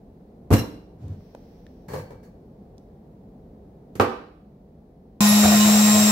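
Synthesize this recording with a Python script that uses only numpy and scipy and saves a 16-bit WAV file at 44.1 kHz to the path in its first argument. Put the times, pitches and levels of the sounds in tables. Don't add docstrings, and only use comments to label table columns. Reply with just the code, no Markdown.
import sys
import numpy as np
from scipy import signal
from scipy.fft import rfft, irfft
from scipy.io import wavfile
from scipy.ndimage import uniform_filter1d

SR = 44100
rng = np.random.default_rng(int(sys.argv[2]) if len(sys.argv) > 2 else 0)


def to_wav(sig):
    pcm = np.clip(np.atleast_2d(sig), -1, 1) * 32767
    pcm = np.round(pcm).astype(np.int16)
    wavfile.write(sys.argv[1], SR, pcm.T)


N = 269451
T = np.arange(N) / SR
RING_T = T[:SR]
JUICER_S = 5.206


def undb(db):
    return 10 ** (np.asarray(db) / 20)


def unit(x):
    return x / np.sqrt(np.mean(x ** 2))


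def pan(db):
    return undb(np.array([[db], [-db]]) / 2)


def on_log(hz, points):
    f, value = np.transpose(points)
    return np.interp(np.log(hz + 1), np.log(f), value)


def convolve(x, response):
    return signal.fftconvolve(np.atleast_2d(x), np.atleast_2d(response), axes=1)[:, :x.shape[-1]]


def colour(x, points, size=8192):
    gain = unit(undb(on_log(np.fft.rfftfreq(size, 1 / SR), points)))
    cepstrum = irfft(np.log(gain))
    cepstrum[1:size // 2] *= 2
    cepstrum[size // 2 + 1:] = 0
    return convolve(x, irfft(np.exp(rfft(cepstrum))))


def diffuse(size, apart_hz=680):
    alike = 1 / (1 + (np.fft.rfftfreq(size, 1 / SR) / apart_hz) ** 4)
    mid, side = rfft(rng.standard_normal((2, size)))
    mid = mid * np.sqrt((1 + alike) / 2)
    side = side * np.sqrt((1 - alike) / 2)
    return irfft(np.array([mid + side, mid - side]), size)


def wander(rate_hz):
    hold = max(int(SR / rate_hz), 2)
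    steps = np.repeat(rng.standard_normal(N // hold + 1), hold)
    return unit(uniform_filter1d(steps, hold)[:N])


def fade(t60_s):
    return np.exp(-np.log(1000) * RING_T / t60_s)


def swell(start_s, attack_s, hold_s, t60_s):
    rise = np.clip((T - start_s) / attack_s, 0, 1)
    released_s = np.maximum(T - start_s - attack_s - hold_s, 0)
    return rise * np.exp(-np.log(1000) * released_s / t60_s)


def ring(modes):
    return sum(undb(db) * fade(t60_s) * np.sin(2 * np.pi * hz * RING_T) for hz, db, t60_s in modes)


def friction(grain_db, grain_hz):
    return unit(diffuse(N) * undb(grain_db * wander(grain_hz)))


def add(out, start_s, sound):
    start = int(start_s * SR)
    out[:, start:start + sound.shape[-1]] += sound[..., :N - start]


# start in seconds, level in dB, contact low-pass in Hz, drive high-pass
# in Hz, gain of the counter modes in dB, left minus right in dB, jug clatter in dB, jug ringing
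# relative to its clatter in dB.
BLOW_ROWS = [(0.5053, -5, 303, 30, 2, -2.5, -38, -12.5), (0.5126, -17, 1400, 26, -10.5, 7.5, -41, -8.5),
             (0.5169, -1.5, 135, 20, 5, 4.5, -35, -12), (0.527, -15, 1108, 30, -3.5, -2, -25.5, -3.5),
             (0.5352, -2.5, 181, 18, 0, -2.5, -22.5, -3.5), (3.9539, -23.5, 220, 80, -1, -4, -43.5, -15),
             (3.9987, -4, 1796, 120, -3, -3.5, -35.5, -29.5), (4.0096, -13, 2300, 400, -10, 0, -35, -27.5)]
# pitch in Hz, level in dB, t60 in seconds.
COUNTER_MODES = [(62.3, -28.5, 0.23), (104, -6.5, 0.12), (190, -12, 0.067), (299.6, -14.5, 0.4),
                 (373.2, -16, .22), (497.8, -13, 0.27), (680, -15.5, 0.15), (817, -10.5, 0.034),
                 (1180, -9, .05)]
# frequency in Hz, relative level in dB.
SLAB_SPECTRUM = [(30, -20.5), (70, -7), (130, -3.5), (240, 4), (450, 4), (620, 1), (820, -2), (1100, -1),
                 (1450, -7), (2100, -15), (2500, -9.5), (3300, -13.5), (4500, -10), (8000, -13.5),
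                 (16000, -5)]


def counter(slab_t60_s=0.13, push_db=21):
    out = np.zeros((2, N))
    modes = sum((-1) ** k * ring([mode]) for k, mode in enumerate(COUNTER_MODES))
    for start_s, db, contact_hz, lowest_hz, modes_db, pan_db, _, _ in BLOW_ROWS:
        slab = diffuse(SR) * fade(slab_t60_s)
        slab[:, 0] += undb(push_db)
        body = undb(modes_db) * modes - colour(slab, SLAB_SPECTRUM)
        body = signal.lfilter(*signal.butter(1, lowest_hz, "high", fs=SR), body)
        contact = signal.butter(2, min(contact_hz, SR / 3), fs=SR)
        add(out, start_s, undb(db) * pan(pan_db) * signal.lfilter(*contact, body))
    return out


# pitch in Hz, level in dB, t60 in seconds.
JUG_MODES = [(1680, -13.5, 0.085), (2210, -26.5, .2), (2800, -13, 0.14), (2800, -9, 0.087),
             (4030, -13.5, 0.24), (4330, -34.5, 0.36), (5512, -17.5, 0.27), (5620, -17, 0.19),
             (11700, -11, 0.082)]
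# frequency in Hz, relative level in dB.
CLATTER_SPECTRUM = [(40, -21), (300, -1.5), (600, 6.5), (1200, 4.5), (1900, 4), (3500, -5.5), (7000, -4.5),
                    (10000, -9), (12500, -3), (16000, -15)]


def jug(clatter_t60_s=0.15, detune=0.014, bounces=3):
    contacts = [(start_s, db, ring_db) for start_s, *_, db, ring_db in BLOW_ROWS]
    bounce_s, gap_s, gap_shrink = 0.566, 0.016, 0.58
    bounce_db, bounce_ring_db = -34, 6.5
    for k in range(bounces):
        contacts.append((bounce_s, bounce_db, bounce_ring_db))
        bounce_s += gap_s * gap_shrink ** k
    out = np.zeros((2, N))
    for start_s, db, ring_db in contacts:
        rings = []
        for chances in rng.standard_normal((2, len(JUG_MODES))):
            loaded = [(hz * (1 + detune * chance), level_db, t60_s)
                      for (hz, level_db, t60_s), chance in zip(JUG_MODES, chances)]
            rings.append(ring(loaded))
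        clatter = colour(diffuse(SR) * fade(clatter_t60_s), CLATTER_SPECTRUM)
        add(out, start_s, undb(db) * (clatter + undb(ring_db) * np.array(rings)))
    return out


# frequency in Hz, relative level in dB.
ROLL_SPECTRUM = [(40, -33), (75, 3.5), (102, 6.5), (135, -4.5), (180, -8.5), (300, -16), (600, -28),
                 (2000, -46), (6000, -50.5), (9000, -60)]


def rolling_apple(level_db=-35):
    envelope = swell(start_s=0.98, attack_s=0.045, hold_s=0.115, t60_s=0.22)
    return colour(undb(level_db) * envelope * diffuse(N), ROLL_SPECTRUM)


# frequency in Hz, relative level in dB.
SKIN_SPECTRUM = [(500, -12.5), (1800, 2), (3000, -2.5), (4900, -0.5), (5700, 3.5), (6800, -14.5),
                 (10000, -17), (14000, -7)]


def palm(level_db=-69.5):
    envelope = swell(start_s=1.1, attack_s=0.12, hold_s=0.29, t60_s=3.3)
    return colour(undb(level_db) * envelope * diffuse(N), SKIN_SPECTRUM)


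# start in seconds, hold in seconds, blade hiss in dB, wood in dB.
PULL_ROWS = [(1.881, 0.11, -48, -38), (1.932, 0.007, -45, -29.5), (2.102, 0.012, -59, -40.5),
             (2.228, 0.02, -60.5, -55)]
# frequency in Hz, relative level in dB.
BLADE_SPECTRUM = [(100, -44), (700, -4), (1150, 13.5), (1350, -2), (1650, 15.5), (1950, 7), (2350, 3.5),
                  (3400, -8), (4050, -2), (4450, 1), (4900, 0), (7400, -3), (10000, -6.5), (16000, -3)]
# pitch in Hz, level in dB, t60 in seconds.
STEEL_MODES = [(1561, -12, 0.54), (2298, -17.5, 0.54), (4455, -14.5, 0.15), (6620, -22, 0.15)]
# frequency in Hz, relative level in dB.
BLOCK_SPECTRUM = [(50, -12.5), (100, 9), (160, 7), (330, -7.5), (490, 8), (650, -10.5), (900, -6),
                  (1300, -16), (1650, -26), (2000, -24), (2350, -33.5), (3000, -29.5), (8000, -53)]


def knife(attack_s=0.0043, blade_t60_s=0.19, wood_t60_s=0.27):
    blade = sum(undb(db) * swell(s, attack_s, hold_s, blade_t60_s) for s, hold_s, db, _ in PULL_ROWS)
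    wood = sum(undb(db) * swell(s, attack_s, hold_s, wood_t60_s) for s, hold_s, _, db in PULL_ROWS)
    scrape = blade * friction(grain_db=0.5, grain_hz=860)
    steel = sum(undb(db) * unit(ring([(hz, 0, t60_s)])) for hz, db, t60_s in STEEL_MODES) / np.sqrt(SR)
    slot = colour(wood * friction(grain_db=3.5, grain_hz=400), BLOCK_SPECTRUM)
    return colour(scrape, BLADE_SPECTRUM) + convolve(scrape, steel) + slot


# start in seconds, level in dB, pitch in Hz, t60 in seconds,
# tick relative to the level in dB, tick centre in Hz.
TAP_ROWS = [(1.082, -61, 3500, .01, 14, 7000), (1.207, -53, 1070, 0.0081, -3, 2200),
            (1.349, -27.5, 570, 0.014, 7, 900), (1.666, -46, 1780, 0.015, 5.5, 3300),
            (2.781, -52, 3600, 0.0046, 8.5, 5300)]


def taps(tick_t60_s=0.013, tick_q=2.9):
    out = np.zeros((2, N))
    for start_s, db, hz, t60_s, tick_db, tick_hz in TAP_ROWS:
        tick = signal.lfilter(*signal.iirpeak(tick_hz, tick_q, fs=SR), diffuse(SR) * fade(tick_t60_s))
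        add(out, start_s, undb(db) * (ring([(hz, 0, t60_s)]) + undb(tick_db) * tick))
    return out


def partial(phase, waver_db, waver_hz=12, waver_rad=0.14, apart_rad=0.44):
    phase = phase + rng.uniform(0, 2 * np.pi)
    sides = []
    for side in (-1, 1):
        level = undb(waver_db * wander(waver_hz))
        sides.append(unit(level * np.sin(phase + side * apart_rad + waver_rad * wander(waver_hz))))
    return np.array(sides)


# multiple of the shaft, level in dB, left minus right
# in dB, waver in dB, lift on the resonance in dB.
WHINE_ROWS = [(36, -31.5, 4.5, 0.5, 6.5), (18, -40, -16.5, 1, 3)]
# centre in Hz, width in Hz.
WHINE_PEAKS = [(7590, 55), (3777, 6)]
# multiple of the shaft, level in dB, left minus right in dB.
ORDER_ROWS = [(2, -52.5, 21.5), (3, -34.5, 10), (4, -45, -8), (5, -34, -10.5), (6, -41.5, -7), (7, -47, 4),
              (9, -39, -8.5), (12, -41, -3), (14, -51.5, -17), (19, -47, -14), (35, -40.5, -5),
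              (37, -53, 7), (53, -49, -3), (54, -47, 13)]
# pitch in Hz, level in dB.
HOUSING_ROWS = [(102.3, -40.5), (328.4, -40), (446.8, -44), (834.4, -42), (2498, -45.5), (4000, -50),
                (4635, -51), (5394, -44.5), (6691, -57)]


def motor():
    free_hz, sag_hz, recover_s = 211.05, 3.8, 0.34
    speed_hz = free_hz - sag_hz * np.exp(-np.maximum(T - JUICER_S, 0) / recover_s)
    shaft = 2 * np.pi * np.cumsum(speed_hz) / SR
    hum_db, eases_s, ease_db_per_s = -15, 5.83, 7
    hum = undb(hum_db - ease_db_per_s * np.maximum(T - eases_s, 0))
    out = hum * unit(np.sin(shaft)) * pan(1.37)
    for (order, db, pan_db, waver_db, lift_db), (hz, width_hz) in zip(WHINE_ROWS, WHINE_PEAKS):
        closeness = 1 / (1 + (2 * (order * speed_hz - hz) / width_hz) ** 2)
        tone = partial(order * shaft, waver_db, apart_rad=0.66)
        out += undb(db + lift_db * closeness) * pan(pan_db) * tone
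    for order, db, pan_db in ORDER_ROWS:
        out += undb(db) * pan(pan_db) * partial(order * shaft, waver_db=6.5)
    for hz, db in HOUSING_ROWS:
        out += undb(db) * unit(undb(4.7 * wander(14)) * np.sin(2 * np.pi * hz * T))
    return out, shaft


# start in seconds, hold in seconds, rasp in dB, thump in dB.
BITE_ROWS = [(5.429, 0.015, -21, -22), (5.515, 0.012, -23.5, -38), (5.645, 0.049, -29.5, -46),
             (5.73, 0.026, -31, -48), (5.942, 0.055, -32.5, -50)]
# frequency in Hz, relative level in dB.
PULP_SPECTRUM = [(40, -29), (100, -3), (170, -7), (480, -7.5), (680, 7.5), (900, -4.5), (1150, -4.5),
                 (1700, -10), (5000, -21), (12000, -31)]


def grater(grind_db=-39, attack_s=0.0094, rasp_t60_s=0.19, thump_t60_s=0.18):
    bites = sum(undb(db) * swell(s, attack_s, hold_s, rasp_t60_s) for s, hold_s, db, _ in BITE_ROWS)
    jolt = sum(undb(db) * swell(s, attack_s, hold_s, thump_t60_s) for s, hold_s, _, db in BITE_ROWS)
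    load = undb(grind_db) + bites
    thump_hz, width_hz = 96.8, 34
    band_hz = [thump_hz - width_hz / 2, thump_hz + width_hz / 2]
    rumble = unit(signal.sosfilt(signal.butter(2, band_hz, "band", fs=SR, output="sos"), diffuse(N)))
    return colour(load * friction(grain_db=4.0, grain_hz=620), PULP_SPECTRUM) + jolt * rumble


# frequency in Hz, relative level in dB.
AIR_SPECTRUM = [(30, -16), (100, 0.5), (350, -3), (900, 1), (1600, -3.5), (2500, -1.5), (3200, -5),
                (4500, -3), (7300, 0), (8300, -4), (9600, -10), (11500, -5), (13500, -7), (16000, -6)]
# centre in Hz, width in Hz, level in dB.
BOWL_PEAKS = [(686, 50, -32), (2600, 22, -55.5), (3940, 200, -36.5), (5440, 40, -31), (11430, 200, -40)]


def rushing_air(shaft, level_db=-21.0, throb=0.1, flutter_db=0.2):
    swirl = (1 + throb * np.sin(shaft)) * undb(flutter_db * wander(30))
    air = undb(level_db) * colour(diffuse(N) * swirl, AIR_SPECTRUM) * pan(1.0)
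    for hz, width_hz, db in BOWL_PEAKS:
        peak = signal.iirpeak(hz, hz / width_hz, fs=SR)
        air += undb(db) * unit(signal.lfilter(*peak, diffuse(N) * swirl))
    return air


def casing(x, echo_db=-5.0, t60_s=0.06):
    echoes = unit(diffuse(SR) * fade(t60_s)) / np.sqrt(SR)
    return (x + undb(echo_db) * convolve(x, echoes)) / np.hypot(1, undb(echo_db))


def juicer():
    tones, shaft = motor()
    return tones + casing(rushing_air(shaft)) + grater()


# frequency in Hz, relative level in dB.
VENT_SPECTRUM = [(25, -13), (40, 0), (54, 0), (114, -7), (145, -2), (205, 0), (325, -10), (420, -7),
                 (572, -14), (739, -15.5), (1400, -40), (2400, -58), (6500, -75), (16000, -80)]
# frequency in Hz, relative level in dB.
HISS_SPECTRUM = [(300, -1.5), (1800, 3), (2800, -4.5), (4200, -4), (8000, -12.5), (16000, -8)]


def background(quieter_s=4.0):
    vent = undb(np.where(T < quieter_s, -47, -50))
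    hiss = undb(np.where(T < quieter_s, -74, -76))
    rumble = colour(diffuse(N), VENT_SPECTRUM) * undb(0.48 * wander(10))
    return vent * rumble + hiss * colour(diffuse(N), HISS_SPECTRUM)


# band centre in Hz, t60 in seconds.
ROOM_BANDS = [(80, 0.26), (300, 0.5), (1000, 0.51), (4500, 0.58), (6500, 0.44), (16000, 0.4)]


def kitchen(x, wet_db, build_s=0.008):
    noise, hz = rfft(diffuse(SR)), np.fft.rfftfreq(SR, 1 / SR)
    tail = 0
    for centre_hz, t60_s in ROOM_BANDS:
        share = on_log(hz, [(f, float(f == centre_hz)) for f, _ in ROOM_BANDS])
        tail = tail + irfft(noise * share, SR) * fade(t60_s)
    tail = tail * (1 - np.exp(-(RING_T / build_s) ** 2))
    return x + undb(wet_db) * convolve(x, unit(tail) / np.sqrt(SR))


def scene():
    before = kitchen(counter(), wet_db=-5.5) + kitchen(jug(), wet_db=-12.0)
    before += kitchen(rolling_apple() + palm() + knife(), wet_db=-10.5)
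    before += kitchen(taps(), wet_db=-12)
    return np.where(T < JUICER_S, before + background(), juicer())


def record(dry, low_cut_hz=34, top_hz=15720):
    lean = signal.sosfilt(signal.butter(3, low_cut_hz, "high", fs=SR, output="sos"), dry)
    top_cut = signal.ellip(10, 0.1, 70, top_hz, fs=SR, output="sos")
    return signal.sosfilt(top_cut, np.clip(lean, -1, 1))


dry = scene()
out = record(dry)
to_wav(out)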